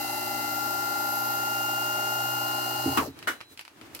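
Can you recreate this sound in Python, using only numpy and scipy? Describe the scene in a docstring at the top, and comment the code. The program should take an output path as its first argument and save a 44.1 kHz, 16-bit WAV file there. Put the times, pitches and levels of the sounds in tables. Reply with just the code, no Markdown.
"""Wheelchair lift in a van

The lift's electric hydraulic pump whines, slowly gaining speed, with squealing brushes, a growling
bearing and hissing oil. The platform thumps and clunks into its stop and the motor runs down at once.
A metal flap clacks; small clicks and shuffling fill the quiet cabin, and a faint electrical whistle ends."""
import sys
import numpy as np
from scipy import signal
from scipy.fft import rfft, irfft, next_fast_len
from scipy.io import wavfile
from scipy.ndimage import map_coordinates

SR = 44100
rng = np.random.default_rng(int(sys.argv[2]) if len(sys.argv) > 2 else 0)


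def wrap_up_sound(samples):
    """Save the sound to the file named by the first command line argument, as 16-bit audio."""
    columns = np.atleast_2d(samples).T
    # keep every value between -1 and 1, then stretch to whole-number steps
    tamed = np.clip(columns, -1, 1)
    steps = np.round(tamed * 32767).astype(np.int16)
    wavfile.write(sys.argv[1], SR, steps)


N = 176400

# motor speed under power: t/s, shaft rate/Hz
SHAFT_SPEED = [(0, 60.02), (2.97, 61.69)]
WHINE_ORDER = 23  # cycles per shaft turn


def pump():
    """One shaft drives the pump and shakes its frame, then coasts to rest when the power is cut."""
    # frame shudder: f/Hz, level/dB
    frame_spectrum = [(40, -30), (60, -14), (90, -15.5), (190, -19), (275, -8), (500, -12.5), (700, -1.5),
                      (930, -0.5), (1200, -26)]
    cut_s, coast_s, unload_s = 2.967, .16, 0.02
    rate, = curves(SHAFT_SPEED)
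    off_s = np.maximum(np.arange(N) / SR - cut_s, 0)
    speed = np.clip(1 - off_s / coast_s, 0, 1)
    load = np.exp(-off_s / unload_s)  # the whines die with the pressure
    turns = np.cumsum(rate * speed) / SR + 0.00089 * wobble(40)
    rattle = (1 - load) * grind(turns)
    running = bearing(turns, speed) + hiss(turns) + amp(-43) * noise(frame_spectrum)
    return load * (whine(turns) + squeals(turns)) + speed ** 1.1 * (running + rattle)


def whine(turns):
    """Pump teeth and commutator sing at multiples of the shaft speed."""
    # main whine and its octave: t/s, main level/dB, octave level/dB, main pan/dB
    envelope = [(0, -41, -42.5, 11), (.2, -39, -42.5, 11), (.62, -32, -46.5, 10), (1, -31, -49.5, 5),
                (1.3, -31, -44.5, 2), (1.65, -31, -37, 0), (2.2, -31.5, -37.5, 1.5),
                (2.55, -34.5, -37.5, 4), (2.95, -40, -39, 1.5)]
    # quieter partials: cycles per shaft turn
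    orders = (2, 4, 5, 6, 7, 10, 11, 17, 22, 24, 34, 69)
    # for each partial: starting level/dB, rise/(dB/s), pan/dB, left lead/rad
    partials = [(-55, 3, 0.5, 0.2), (-52.5, -1, -1, 0.5), (-47, -0.45, -4.5, 0), (-49.5, 1.55, -14, 1.5),
                (-60.5, 2, 15, 4.5), (-55.5, 2.5, 0, 0), (-55, 1.5, 2, -1.5), (-45.5, 2, -2, -2.5),
                (-52.5, 1.5, 24, -4), (-54, 0.6, 14, 1), (-44.5, -4.5, 7, 1.5), (-57, 2.5, 11, 0.5)]
    drift_db, drift_hz = 1.77, 4.32
    main_db, octave_db, main_pan_db = curves(envelope)
    t = np.arange(N) / SR
    out = amp(main_db) * tone(turns, WHINE_ORDER, main_pan_db, lead=-1.98)
    out += amp(octave_db) * tone(turns, 2 * WHINE_ORDER, pan_db=6, lead=0)
    for order, (db, rise, pan_db, lead) in zip(orders, partials):
        level = amp(db + rise * t + drift_db * wobble(drift_hz))
        out += level * tone(turns, order, pan_db + drift_db * wobble(drift_hz), lead)
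    return out


def squeals(turns):
    """The brushes sing in short, rough, wavering spells on high shaft orders."""
    # squeal peaks: t/s, shaft order, level/dB
    spells = [(0.1, 187, -46), (0.62, 238, -44), (1.2, 187, -44.5), (1.2, 221, -45), (1.35, 238, -46),
              (1.72, 221, -43), (2.25, 187, -47), (2.35, 221, -45)]
    chatter = .095 * wobble(150)
    out = 0
    for s, order, db in spells:
        level = amp(db + 2.2 * wobble(20)) * swell(s, width_s=0.21)
        out += level * tone(order * turns + chatter, 1, pan_db=-5, lead=1)
    return out


def bearing(turns, speed):
    """Resonances throb with the ball cage, while a slow beat makes them warble together in pitch."""
    # growl bands: nominal f/Hz, width/Hz, level/dB, pan/dB
    resonances = [(613, 22, -51, 6), (667, 23, -59, -1), (768, 38, -45, -25), (822.7, 22, -38, 8.5),
                  (852, 47, -46, -4)]
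    cage_ratio, beat_hz, surge_hz, detune = .383, 4.7, 3.01, 0.99
    clock = np.cumsum(speed) / SR  # slows as the motor coasts
    cage = 2 * np.pi * cage_ratio * turns + 0.25 * wobble(surge_hz)
    beat = 2 * np.pi * beat_hz * clock + .5 * wobble(surge_hz)
    throb = 1 + 0.56 * np.sin(cage)
    warble = .75 * np.sin(beat) + .15 * np.cos(cage + beat)
    out = 0
    for hz, width, db, pan_db in resonances:
        level = amp(db) * unit(throb * amp(wobble(width)))
        cycles = hz * clock + warble + 0.15 * wobble(width)
        out += level * tone(cycles, detune, pan_db, lead=0.86)
    return out


def hiss(turns):
    """Oil hiss pulsing with the shaft, and the slowly changing scrape of the brushes."""
    # oil hiss: f/Hz, level/dB
    oil_spectrum = [(300, -52), (1300, 1), (1620, -11), (1850, -3.5), (2300, -8.5), (3400, -9),
                    (4400, -0.5), (6500, -4), (9500, -10), (12000, 0.5), (15800, -3)]
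    # brush scrape: f/Hz, level/dB
    brush_spectrum = [(300, -24), (1300, -1), (1620, -17), (1780, 1), (2300, -22), (2720, 2), (3400, -16),
                      (4200, 1), (4550, -4), (9500, -5), (12500, -1.5), (15800, -5.5)]
    blend = np.arange(N) / SR + .5 * wobble(1.8)
    scraping = np.cos(blend) * scrape(turns) + np.sin(blend) * scrape(turns)
    brushes = unit(filtered(scraping, lambda hz: amp(along(brush_spectrum, hz))))
    pulse = 1 + 0.3 * np.sin(2 * np.pi * turns) * np.cos(4 * np.pi * turns)
    return amp(-36.5) * pulse * combed(noise(oil_spectrum)) + amp(-40.5) * brushes


def scrape(turns):
    """The brushes ride a rough track once per turn: a comb of uneven shaft orders."""
    turn_samples = int(SR / SHAFT_SPEED[0][1])
    white = rfft(rng.standard_normal((2, turn_samples)))
    uneven_db = 4.5 * np.clip(rng.standard_normal(white.shape[1]), -2, 2)
    tracks = irfft(white * amp(uneven_db))
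    position = turns % 1 * tracks.shape[1]
    return np.array([map_coordinates(track, [position], mode="grid-wrap") for track in tracks])


def grind(turns):
    """Unloaded pump teeth rattle: the whine roughened in level and phase."""
    level = amp(-31.5 + 3 * wobble(200))
    cycles = WHINE_ORDER * turns + 0.43 * wobble(250)
    return level * tone(cycles, 1, pan_db=7.5, lead=0)


def platform():
    """The platform rings with dull thumps and clunks against its stop."""
    # thumps: t/s, level/dB
    thumps = [(0.66, -45), (2.858, -23.5), (2.872, -28), (2.888, -31), (2.974, -26), (3.008, -29),
              (3.076, -33), (3.51, -48.5), (3.812, -46)]
    # platform modes: f/Hz, level/dB, t60/s
    modes = [(88, -11, 0.27), (139.7, -13.5, 0.27), (240, -7.5, 0.16), (273.5, 0, 0.16), (321, -1.5, 0.14),
             (436, -4.5, 0.13)]
    # hits on the stop: t/s, level/dB
    clunks = [(2.9718, -16.5), (2.979, -21)]
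    # clunk colour: f/Hz, level/dB
    spectrum = [(88, -30), (150, -25), (283, -1), (578, -20), (1090, -4.5), (2100, -19), (2860, -14.5),
                (4050, -27), (15000, -27)]
    # clunk decay: f/Hz, t60/s
    decay = [(200, 0.15), (1500, 0.16), (10000, 0.067)]
    out = np.zeros((2, N))
    for s, db in thumps:
        add(out, s, amp(db) * ring(modes, attack_s=0.0043) * panned(-2.5))
    for s, db in clunks:
        add(out, s, amp(db) * burst(spectrum, decay))
    return out


def flap():
    """A metal flap falls against the platform with a double clack and a short ring."""
    # hits: t/s, level/dB
    clacks = [(3.272, -23), (3.279, -26)]
    # clack colour: f/Hz, level/dB
    spectrum = [(100, -59), (260, -6.5), (650, -11), (1200, -3.5), (1500, 3.5), (2000, -1), (2500, -10),
                (3000, -10), (4500, -17), (14000, -21)]
    # clack decay: f/Hz, t60/s
    decay = [(200, 0.32), (1500, 0.18), (10000, 0.21)]
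    # flap modes: f/Hz, level/dB, t60/s
    modes = [(1307, 1, 0.12), (1435, 11, 0.11), (2940, -3, 0.2)]
    out = np.zeros((2, N))
    for s, db in clacks:
        add(out, s, amp(db) * burst(spectrum, decay))
    ringing = np.array([ring(modes, attack_s=.001) for _ in range(2)])
    add(out, clacks[0][0], amp(-32) * ringing)
    return out


def clicks():
    """The settling lift ticks, each tick followed by the cabin's brief echo."""
    # ticks: t/s, level/dB, treble tilt/(dB/octave)
    ticks = [(3.190, -37, 3), (3.227, -34, -2), (3.405, -35, -3.5), (3.412, -33, -3.5), (3.575, -36, 1),
             (3.593, -30, 0), (3.611, -35.5, 1.5), (3.651, -38, -0.5), (3.679, -38.5, -1.5),
             (3.813, -37, -3), (3.949, -28, 7.5), (3.992, -34.5, 1)]
    # tick colour: f/Hz, level/dB
    spectrum = [(200, -37), (700, -6), (1200, -1.5), (1900, -1), (2700, 3.5), (3600, -6.5), (4800, -3),
                (6500, -13), (11000, -12.5), (15500, -22)]
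    out, t = np.zeros((2, N)), np.arange(SR // 4) / SR
    for s, db, tilt_db in ticks:
        tick = noise(spectrum, len(t), tilt_db) * fade(t, t60=0.011)
        echo = noise(spectrum, len(t), tilt_db / 2) * fade(t, t60=0.12)
        add(out, s, amp(db) * (tick + amp(-10.5) * echo))
    return out


def cabin():
    """Uneven shuffling and soft swishes over the still air of the van."""
    # shuffle envelope: t/s, level/dB
    envelope = [(3.1, -54.5), (3.24, -47.5), (3.36, -54.5), (3.48, -60.5), (3.52, -57.5), (3.66, -66),
                (3.77, -52), (3.83, -50), (3.91, -50), (4, -50)]
    # shuffle colour: f/Hz, level/dB
    scuff_spectrum = [(30, -29), (110, -4), (200, -12.5), (330, 0), (450, -11.5), (1400, -13), (2700, -18),
                      (4200, -23.5), (15500, -33)]
    # swish peaks: t/s, level/dB
    peaks = [(3.525, -53), (3.965, -51)]
    # swish colour: f/Hz, level/dB
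    swish_spectrum = [(2000, -9), (9000, -10)]
    # room tone: f/Hz, level/dB
    air_spectrum = [(25, -24), (110, -19), (330, -22), (1000, -6), (3000, -10), (15500, -19)]
    level_db, = curves(envelope)
    swishes = sum(amp(db) * swell(s, width_s=0.03) for s, db in peaks) * noise(swish_spectrum)
    shuffling = amp(level_db + 1.37 * wobble(45)) * noise(scuff_spectrum)
    return shuffling + swishes + amp(-64) * noise(air_spectrum)


def whistle(hz=4007, end_s=3.53):
    """A thin electrical tone that outlasts the motor by half a second."""
    # whistle envelope: t/s, level/dB
    envelope = [(0, -50), (3.1, -66), (3.5, -60)]
    t = np.arange(N) / SR
    level_db, = curves(envelope)
    release = fade(np.maximum(t - end_s, 0), t60=0.11)
    return amp(level_db) * release * tone(t, hz, pan_db=-1.2, lead=2.1)


def tone(cycles, order, pan_db, lead):
    """A stereo sine at a multiple of a cycle count; the left is pan_db louder and lead radians ahead."""
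    sides = np.array([[1], [-1]]) / 2
    gains = amp(sides * pan_db)
    return 2 * gains / np.linalg.norm(gains, axis=0) * np.sin(2 * np.pi * order * cycles + sides * lead)


def ring(modes, attack_s):
    """Damped modes, struck a little differently each time."""
    t = np.arange(SR // 2) / SR
    out = 0
    for hz, db, t60 in modes:
        level = amp(db + rng.normal(0, 2.8))
        out += level * np.sin(2 * np.pi * (hz * t + rng.random())) * fade(t, t60)
    return out * (1 - np.exp(-t / attack_s))


def burst(spectrum, t60s, attack_s=0.0013):
    """A dense ring that builds quickly and whose bands die at their own speeds."""
    hz, t, bands = signal.stft(noise(spectrum, size=SR // 2), SR, nperseg=128)
    envelope = fade(t, along(t60s, hz)[:, None]) * (1 - np.exp(-t / attack_s))
    return signal.istft(bands * envelope, SR, nperseg=128)[1]


def noise(spectrum, size=N, tilt_db=0):
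    """Coloured stereo noise of rms 1, near mono in the bass."""
    # stereo image: f/Hz, left-right correlation
    likeness = [(60, 0.91), (250, 0.75), (600, 0.55), (1200, 0.03), (15000, 0.032)]

    def gain(hz):
        width = np.arccos(np.clip(along(likeness, hz), -1, 1)) / 2
        colour = amp(along(spectrum, hz) + tilt_db * np.log2(hz + 1))
        return colour * [np.cos(width), np.sin(width)]

    mid, side = filtered(rng.standard_normal((2, size)), gain)
    return unit(np.array([mid + side, mid - side]))


def combed(x, depth_db=3, spacing_hz=130):
    """Still peaks and dips along frequency, different on each side."""
    knots = rng.standard_normal((2, SR // 16))
    ripple = lambda hz: np.array([map_coordinates(k, [hz / spacing_hz], order=1) for k in knots])
    return unit(filtered(x, lambda hz: amp(depth_db * ripple(hz))))


def filtered(x, gain):
    """x times a gain that depends on frequency."""
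    n = x.shape[-1]
    padded = next_fast_len(n + SR // 8)
    return irfft(rfft(x, padded) * gain(np.fft.rfftfreq(padded, 1 / SR)), padded)[..., :n]


def wobble(rate):
    """A smooth random curve, rate knots a second."""
    return map_coordinates(rng.standard_normal(int(N * rate / SR) + 4), [np.arange(N) * rate / SR])


def swell(s, width_s):
    """A smooth rise and fall around time s."""
    return np.exp(-((np.arange(N) / SR - s) / width_s) ** 2)


def fade(t, t60):
    return np.exp(-np.log(1000) * t / t60)


def curves(rows):
    """One value per sample for each column after the time."""
    times, *columns = np.transpose(rows)
    return [np.interp(np.arange(N) / SR, times, column) for column in columns]


def along(points, hz):
    """Interpolate (f/Hz, value) points on a log frequency axis."""
    freqs, values = np.transpose(points)
    return np.interp(np.log(hz + 1), np.log(freqs + 1), values)


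def panned(pan_db):
    """Left and right gains of constant power."""
    return unit(amp(np.array([[pan_db], [-pan_db]]) / 2))


def add(out, s, sound):
    """Mix a sound in at time s."""
    part = out[:, round(s * SR):][:, :sound.shape[-1]]
    part += sound[..., :part.shape[1]]


def amp(db):
    return 10 ** (np.asarray(db) / 20)


def unit(x):
    return x / np.sqrt(np.mean(x ** 2) + 1e-20)


def scene():
    return pump() + platform() + flap() + clicks() + cabin() + whistle()


def record(dry, rumble_hz=32, top_hz=15900):
    """Roll off the deep rumble and cut the very top of the treble."""
    low_cut = signal.butter(3, rumble_hz, "high", fs=SR, output="sos")
    return filtered(signal.sosfilt(low_cut, dry), lambda hz: hz < top_hz)


dry = scene()
out = record(dry)
wrap_up_sound(out)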